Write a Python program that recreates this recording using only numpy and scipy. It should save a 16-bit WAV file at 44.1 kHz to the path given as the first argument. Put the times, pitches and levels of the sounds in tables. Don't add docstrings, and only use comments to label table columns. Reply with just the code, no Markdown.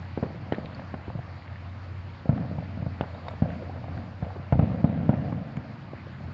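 import sys
import numpy as np
from scipy import signal
from scipy.fft import rfft, irfft, next_fast_len
from scipy.io import wavfile

SR = 44100
rng = np.random.default_rng(int(sys.argv[2]) if len(sys.argv) > 2 else 0)


def gain_from_decibels(decibels):
    exponent = np.asarray(decibels, float) / 20
    return 10 ** exponent


def output_pcm(signal):
    pcm = np.clip(np.atleast_2d(signal).T, -1, 1) * 32767
    wavfile.write(sys.argv[1], SR, np.round(pcm).astype(np.int16))


N = 279277

# start_s [s], level_db [dB]
ROAD_LEVEL = [(0, -43), (.8, -43), (1.6, -44.5), (2.7, -44), (3.3, -43), (4.3, -44.5), (5.3, -45),
              (6.33, -43.5)]
# frequency_hz [Hz], density_db [dB per Hz]
ROAD_SPECTRUM = [(22, -54.5), (42, -32), (60, -19), (118, -7.5), (200, -25.5), (350, -25), (395, -34),
                 (600, -26), (1100, -28.5), (2200, -34), (3450, -45), (4600, -44), (6100, -60.5),
                 (7950, -60.5), (8300, -103.5)]
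CAR_NEAREST_S, CAR_WIDTH_S, CAR_DB, CAR_HZ, CAR_BAND_HZ = 6.3, 0.5, -43, 125, 70

# start_s [s], level_db [dB]
DRONE_LEVEL = [(0.0, -40), (0.46, -45.5), (1.2, -43.5), (1.8, -38), (2.3, -42.5), (2.9, -40), (3.25, -41),
               (3.45, -41), (4.4, -40), (4.6, -41.5), (4.85, -47.5), (5.1, -39.5), (5.35, -42), (5.62, -63),
               (6.33, -37)]
DRONE_HZ, DRONE_WIDTH_HZ = 90, 6.8

# frequency_hz [Hz], density_db [dB per Hz]
DEEP_SPECTRUM = [(45, -26.5), (70, -11), (110, -1.5), (176, -1), (250, -5.5), (310, -12.5), (355, -27),
                 (420, -45.5)]
KNOCK_SPECTRUM = [(385, -13), (450, -2), (560, -0.5), (710, -0.5), (790, -7), (860, -13), (1800, -20.5),
                  (3000, -30), (5000, -48)]
ROLL_FLOOR = [-51.5, -69]
# rise_s [s], t60_s [s], late_gain_db [dB]
SHELL_ROLL_SHAPE = [(0.068, 1.57, 2), (0.016, 2.7, -9.5)]
# below_peak_db [dB], rise_s [s], t60_s [s]
BANG_ROLL_SHAPE = [(-26.5, 0.17, 2.4), (-39.5, 0.014, 5.2)]
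# start_s [s], deep_db [dB], knocking_db [dB], late_db [dB]
SHELL_RETURN_LEVELS = [
    (-.2, -36.5, -55, -51.5),
    (0.2271, -32.5, -51.5, -54),
    (2.2917, -24.5, -41, -42.5),
    (3.421, -29.5, -41.5, -40.5),
    (4.224, -44, -46.5, -52.5),
    (4.5243, -25.5, -47.5, -39),
    (4.594, -23.5, -38, -48),
    (4.8422, -22.5, -38.5, -39.5),
    (5.0919, -24.5, -39, -43.5),
]
RETURN_S, RETURN_SPREAD_S = 0.535, 0.19
SHELL_ROLL_ENDS_DB_PER_S2, BANG_ROLL_ENDS_DB_PER_S2 = 40.5, 8.5

# start_s [s], peak_db [dB], ring_hz [Hz]
SNAP_EVENTS = [(0.523, -41.5, 3800), (0.5494, -44.5, 3700), (0.6563, -42.5, 3780), (0.747, -41.5, 4400),
               (2.4117, -61, 7600), (3.0098, -39, 3370), (3.145, -49, 3760), (3.284, -39.5, 3720),
               (3.284, -42, 4340), (3.2823, -60, 7700), (3.3077, -58, 7500), (5.5683, -53.5, 7080)]
# start_s [s], peak_db [dB], ring_hz [Hz]
TICK_EVENTS = [(0.5223, -26.5, 1600), (0.5222, -36, 2240), (0.5442, -33.5, 1900), (0.533, -35, 1500),
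               (0.553, -43, 1300), (4.5225, -40.5, 1800), (4.594, -41, 1900), (0.6578, -39.5, 2260),
               (0.7968, -39.5, 1640), (0.9415, -44, 1520), (1.4214, -44, 2080), (1.477, -44, 1960),
               (1.527, -44.5, 1890), (1.5573, -40.5, 1620), (2.3769, -39.5, 1410), (3.0114, -40, 1440),
               (3.2838, -38, 2000), (3.5022, -40, 1700), (3.975, -38, 1500), (5.139, -40.5, 1480),
               (5.568, -38.5, 1940), (5.57, -39, 1000), (0.523, -37, 2900), (3.01, -37, 2650),
               (5.324, -39.5, 1000), (1.1, -37.5, 935), (4.303, -38, 760), (4.245, -39, 750)]
# start_s [s], peak_db [dB], ring_hz [Hz]
CRACKLE_EVENTS = [(0.175, -29, 553), (0.582, -36, 540), (0.792, -32.5, 590), (0.818, -35, 674),
                  (1.077, -31, 362), (0.3, -37, 400), (0.344, -35.5, 380), (0.232, -23, 400),
                  (0.26, -33.5, 360), (3.178, -39, 650), (5.931, -42, 408), (3.622, -34.5, 400),
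                  (4.361, -36, 390), (0.939, -31.5, 700), (3.036, -33.5, 686), (3.146, -33.5, 626),
                  (3.256, -43, 611), (3.266, -34, 750), (3.281, -26.5, 620), (3.309, -33, 640),
                  (3.334, -36.5, 574), (3.383, -43, 630)]
CRACKLE_MS, TICK_MS, SNAP_MS = 8.3, 5.6, 6.8

# start_s [s], thud_db [dB], knock_db [dB], push_ms [ms]
FAR_POPS = [(0.306, -31.5, -49, 0.99), (0.645, -28.5, -32.5, 11.5), (1.079, -29.5, -47, 4.8),
            (1.1, -32, -33, 2.1), (1.1523, -22, -36, 2.7), (1.189, -27.5, -30, 3.2),
            (2.2561, -25, -32, 0.8), (5.5723, -21, -50, 2.05), (5.9335, -30, -32, 0.84),
            (6.068, -33, -39, 0.91), (6.205, -30.5, -37, 2.3), (6.281, -29, -38.5, 2.2)]
# start_s [s], thud_db [dB], knock_db [dB], push_ms [ms]
WALL_ECHOES = [(2.328, -19, -34, 4), (2.3758, -26.5, -28.5, 1.1), (2.3943, -22, -42, 1.3),
               (2.513, -28, -42, 0.78), (2.583, -21.5, -28.5, 2.47), (2.623, -38, -29.5, 1.9),
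               (2.7727, -24, -37, 2.1), (2.823, -23, -32, 2.55), (2.863, -21.5, -26, 2.9),
               (3.4547, -24, -23, 1.4), (3.5005, -34, -35, 5.5), (3.619, -38, -37, 3.7),
               (3.6955, -27.5, -33, 0.45), (3.7608, -31, -36, 0.46), (3.84, -33, -28, 4.2),
               (3.881, -36, -29, 2.6), (3.968, -28, -39, 3.1), (4.2652, -27.5, -29, 2.8),
               (4.359, -31, -44, 0.79), (4.3973, -27, -41, 2.7), (4.555, -15.5, -34, 3.9),
               (4.6243, -13.5, -27, 3.5), (4.639, -24, -40, 0.93), (4.8953, -23, -33, 1.7),
               (5.0022, -24, -47, 2.34), (5.129, -24, -23, 1.16), (5.1376, -15.5, -44, 1.34),
               (5.1923, -26, -40, 2.7), (5.325, -17.5, -42, 1.5)]
THUD_DAMPING, THUD_CUT_HZ, THUD_BOUNCE = 0.27, 324, 0.58
KNOCK_HZ, KNOCK_SPREAD, KNOCK_MS, KNOCK_BOUNCE = 585, 0.1, 4.8, 0.32

# start_s [s], peak_db [dB], push_ms [ms], suction_damping [ratio], air_cut_hz [Hz]
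LOW_BANGS = [
    (0.1751, -16.3, 0.9, 0.6, 400.0),
    (0.5228, -10.5, 0.97, 0.77, 650.0),
    (0.583, -19.7, 0.78, 0.25, 300.0),
    (0.9402, -23.0, 0.58, 0.25, 210.0),
    (3.0097, -10.4, 2.19, 2.0, 1060.0),
]
# start_s [s], peak_db [dB], push_ms [ms], suction_damping [ratio], air_cut_hz [Hz]
HIGH_SHELLS = [
    (0.2271, -14.2, 0.8, 0.73, 260.0),
    (2.2917, -7.4, 2.67, 1.3, 300.0),
    (3.421, -7.9, 1.32, 0.93, 210.0),
    (4.2249, -18.4, 2.81, 0.15, 510.0),
    (4.5243, -8.3, 3.15, 0.49, 640.0),
    (4.5919, -6.2, 2.51, 1.23, 340.0),
    (4.8422, -4.7, 1.41, 0.67, 270.0),
    (5.0919, -5.0, 1.37, 0.85, 320.0),
]
SHELL_BOUNCE, BANG_BOUNCE = 0.93, 0.38
FRONT_KNOCK_DB, FRONT_KNOCK_HZ, FRONT_KNOCK_MS = -19, 734, 20
FRONT_CRACK_DB, FRONT_CRACK_HZ, FRONT_CRACK_MS = -29.5, 1280, 11
CLEAR_DB_PER_OCTAVE, DULL_HZ = 6, 304

GROUND_LAG_MS, MIC_BASS_CUT_HZ = 1.36, 110
AIR_TOP_HZ = 4130


def rms_one(x):
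    return x / np.sqrt(np.mean(x ** 2) + 1e-20)


def level_curve(rows):
    s, db = np.transpose(rows)
    return gain_from_decibels(np.interp(np.arange(N) / SR, s, db))


def add(track, s, sound):
    i = round(s * SR)
    track[i:i + len(sound)] += sound[:N - i]


def drift(rate_hz):
    r = np.exp(-80 * np.pi * rate_hz / SR)
    noise = rng.standard_normal(N // 40 + 2002)
    slow = signal.lfilter([1], [1, -2 * r, r * r], noise)[2000:]
    return np.interp(np.arange(N) / 40, np.arange(len(slow)), rms_one(slow))


def resonance(x, hz, width_hz):
    r = np.exp(-np.pi * width_hz / SR)
    gain = (1 - r * r) / 2
    return signal.lfilter([gain, 0, -gain], [1, -2 * r * np.cos(2 * np.pi * hz / SR), r * r], x)


def colour(source, spectrum, patchy_db):
    hz, db = np.transpose(spectrum)
    size = next_fast_len(N)
    octave = np.log2(np.maximum(np.arange(size // 2 + 1) * SR / size, 1))
    gain = gain_from_decibels(np.interp(octave, np.log2(hz), db, left=-200, right=-200))
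    shaped = rfft(source, size) * gain
    out = 0
    for centre in np.arange(np.log2(hz[0]), np.log2(hz[-1]) + 1 / 3, 1 / 3):
        window = np.maximum(1 - 3 * np.abs(octave - centre), 0)
        band = irfft(shaped * window, size)[:N]
        out = out + band * gain_from_decibels(patchy_db * drift(9))
    return rms_one(out)


def road():
    return level_curve(ROAD_LEVEL) * colour(rng.standard_normal(N), ROAD_SPECTRUM, patchy_db=1.7)


def car():
    away = (np.arange(N) / SR - CAR_NEAREST_S) / CAR_WIDTH_S
    rumble = resonance(rng.standard_normal(N), CAR_HZ, CAR_BAND_HZ)
    rumble = resonance(rumble, CAR_HZ, 2 * CAR_BAND_HZ)
    return gain_from_decibels(CAR_DB) * rms_one(rumble) / np.sqrt(1 + away ** 2)


def drone():
    pitch_hz = DRONE_HZ + 1.4 * drift(2.87)
    note = np.sin(2 * np.pi * np.cumsum(pitch_hz) / SR) * gain_from_decibels(1.9 * drift(19))
    rough = resonance(rng.standard_normal(N + SR), DRONE_HZ, DRONE_WIDTH_HZ)[SR:]
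    return level_curve(DRONE_LEVEL) * rms_one(note + 0.21 * rms_one(rough))


def dying(s, db, rise_s, t60_s, ends_db_per_s2):
    age = np.maximum(np.arange(N) / SR - s, 0)
    decay = gain_from_decibels(db - 60 * age / t60_s - ends_db_per_s2 * age ** 2)
    return (decay * (1 - np.exp(-age / rise_s))) ** 2


def roll_level(band):
    t = np.arange(N) / SR
    power = gain_from_decibels(2 * ROLL_FLOOR[band])
    rise_s, t60_s, late_gain_db = SHELL_ROLL_SHAPE[band]
    for s, *near_db, late_db in SHELL_RETURN_LEVELS:
        swell = np.exp(-((t - s - RETURN_S) / RETURN_SPREAD_S) ** 2)
        late = gain_from_decibels(late_db + late_gain_db) * swell
        power = power + dying(s, near_db[band], rise_s, t60_s, SHELL_ROLL_ENDS_DB_PER_S2) + late ** 2
    below_db, rise_s, t60_s = BANG_ROLL_SHAPE[band]
    for s, db, *_ in LOW_BANGS:
        power = power + dying(s, db + below_db, rise_s, t60_s, BANG_ROLL_ENDS_DB_PER_S2)
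    return np.sqrt(power)


def roll(per_s, spread_db):
    sizes = gain_from_decibels(spread_db * np.minimum(rng.exponential(1, N), 4)) * rng.choice([-1, 1], N)
    echoes = sizes * (rng.random(N) < per_s / SR)
    deep = roll_level(0) * colour(echoes, DEEP_SPECTRUM, patchy_db=0.63)
    knocking = roll_level(1) * colour(echoes, KNOCK_SPECTRUM, patchy_db=1.3)
    return deep + knocking


def ticks(rows, lead_ms, sharpness, boost_db):
    out, t = np.zeros(N), np.arange(round(0.04 * SR)) / SR
    for s, db, hz, spray_ms in rows:
        spray = 1.7 * (t == 0) + 0.25 * rng.standard_normal(len(t))
        spray = spray * np.exp(-2000 * t / spray_ms)
        ring = resonance(spray, hz, hz / sharpness)
        ring = resonance(ring, hz, hz / 2.7)
        add(out, s + lead_ms / 1000, gain_from_decibels(db + boost_db) * ring / np.abs(ring).max())
    return out


def snaps():
    return ticks([(*row, SNAP_MS) for row in SNAP_EVENTS], lead_ms=0.47, sharpness=13.0, boost_db=-0.8)


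def fronts(below_db, hz, spray_ms):
    rows = []
    for s, db, _, _, cut_hz in HIGH_SHELLS:
        clear_db = CLEAR_DB_PER_OCTAVE * np.log2(cut_hz / DULL_HZ)
        rows.append((s, db + below_db + clear_db, hz, spray_ms))
    return rows


def cracks():
    knocks = fronts(FRONT_KNOCK_DB, FRONT_KNOCK_HZ, FRONT_KNOCK_MS)
    for s, _, db, _ in WALL_ECHOES + FAR_POPS:
        knocks.append((s, db, KNOCK_HZ * np.exp(KNOCK_SPREAD * rng.standard_normal()), KNOCK_MS))
    far = ticks(knocks, lead_ms=1.2, sharpness=2.3, boost_db=-3)
    lag = round(GROUND_LAG_MS * SR / 1000)
    far = far + KNOCK_BOUNCE * np.r_[np.zeros(lag), far[:-lag]]
    charges = [(*row, CRACKLE_MS) for row in CRACKLE_EVENTS]
    crackle = ticks(charges, lead_ms=1.5, sharpness=0.91, boost_db=2)
    dry_rows = fronts(FRONT_CRACK_DB, FRONT_CRACK_HZ, FRONT_CRACK_MS)
    dry_rows += [(*row, TICK_MS) for row in TICK_EVENTS]
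    return far + crackle + ticks(dry_rows, lead_ms=0.73, sharpness=1.4, boost_db=4.0)


def blast(push_ms, damping, cut_hz, bounce):
    u = np.arange(round(0.06 * SR)) / SR * 1000 / push_ms
    wave = (1 - u) * np.exp(-damping * u) * np.clip((2.4 - u) / 0.6, 0, 1)
    lag = round(GROUND_LAG_MS * SR / 1000)
    wave[lag:] += bounce * wave[:-lag].copy()
    wave = signal.sosfilt(signal.butter(2, cut_hz, fs=SR, output="sos"), wave)
    wave = signal.sosfilt(signal.butter(2, MIC_BASS_CUT_HZ, "high", fs=SR, output="sos"), wave)
    return wave / np.abs(wave).max()


def shells():
    out, t = np.zeros(N), np.arange(round(0.08 * SR)) / SR
    bursts = [(*row, SHELL_BOUNCE) for row in HIGH_SHELLS]
    bursts += [(*row, BANG_BOUNCE) for row in LOW_BANGS]
    for s, db, _, push_ms in WALL_ECHOES + FAR_POPS:
        bursts.append((s, db, push_ms, THUD_DAMPING, THUD_CUT_HZ, THUD_BOUNCE))
    for s, db, *shape in bursts:
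        wave = blast(*shape)
        scatter = rng.standard_normal(len(t)) * np.exp(-t / 0.021) * np.clip(t / 0.0044 - 1, 0, 1)
        add(out, s, gain_from_decibels(db) * wave)
        add(out, s, gain_from_decibels(db - 33.5) * np.convolve(wave, scatter))
    return out


def scene():
    air = signal.butter(4, AIR_TOP_HZ, fs=SR, output="sos")
    far = signal.sosfilt(air, shells() + cracks())
    near = snaps() + road() + car()
    return (far + near + drone() + roll(per_s=1600, spread_db=2.5))[None]


def low_pass(x):
    return signal.sosfilt(signal.butter(12, 8250, fs=SR, output="sos"), x)


def record(dry):
    cut = signal.sosfilt(signal.butter(2, 42, "high", fs=SR, output="sos"), dry)
    cut = signal.sosfilt(signal.cheby2(10, 60, 8950, fs=SR, output="sos"), cut)
    return low_pass(cut)


dry = scene()
out = record(dry)
output_pcm(out)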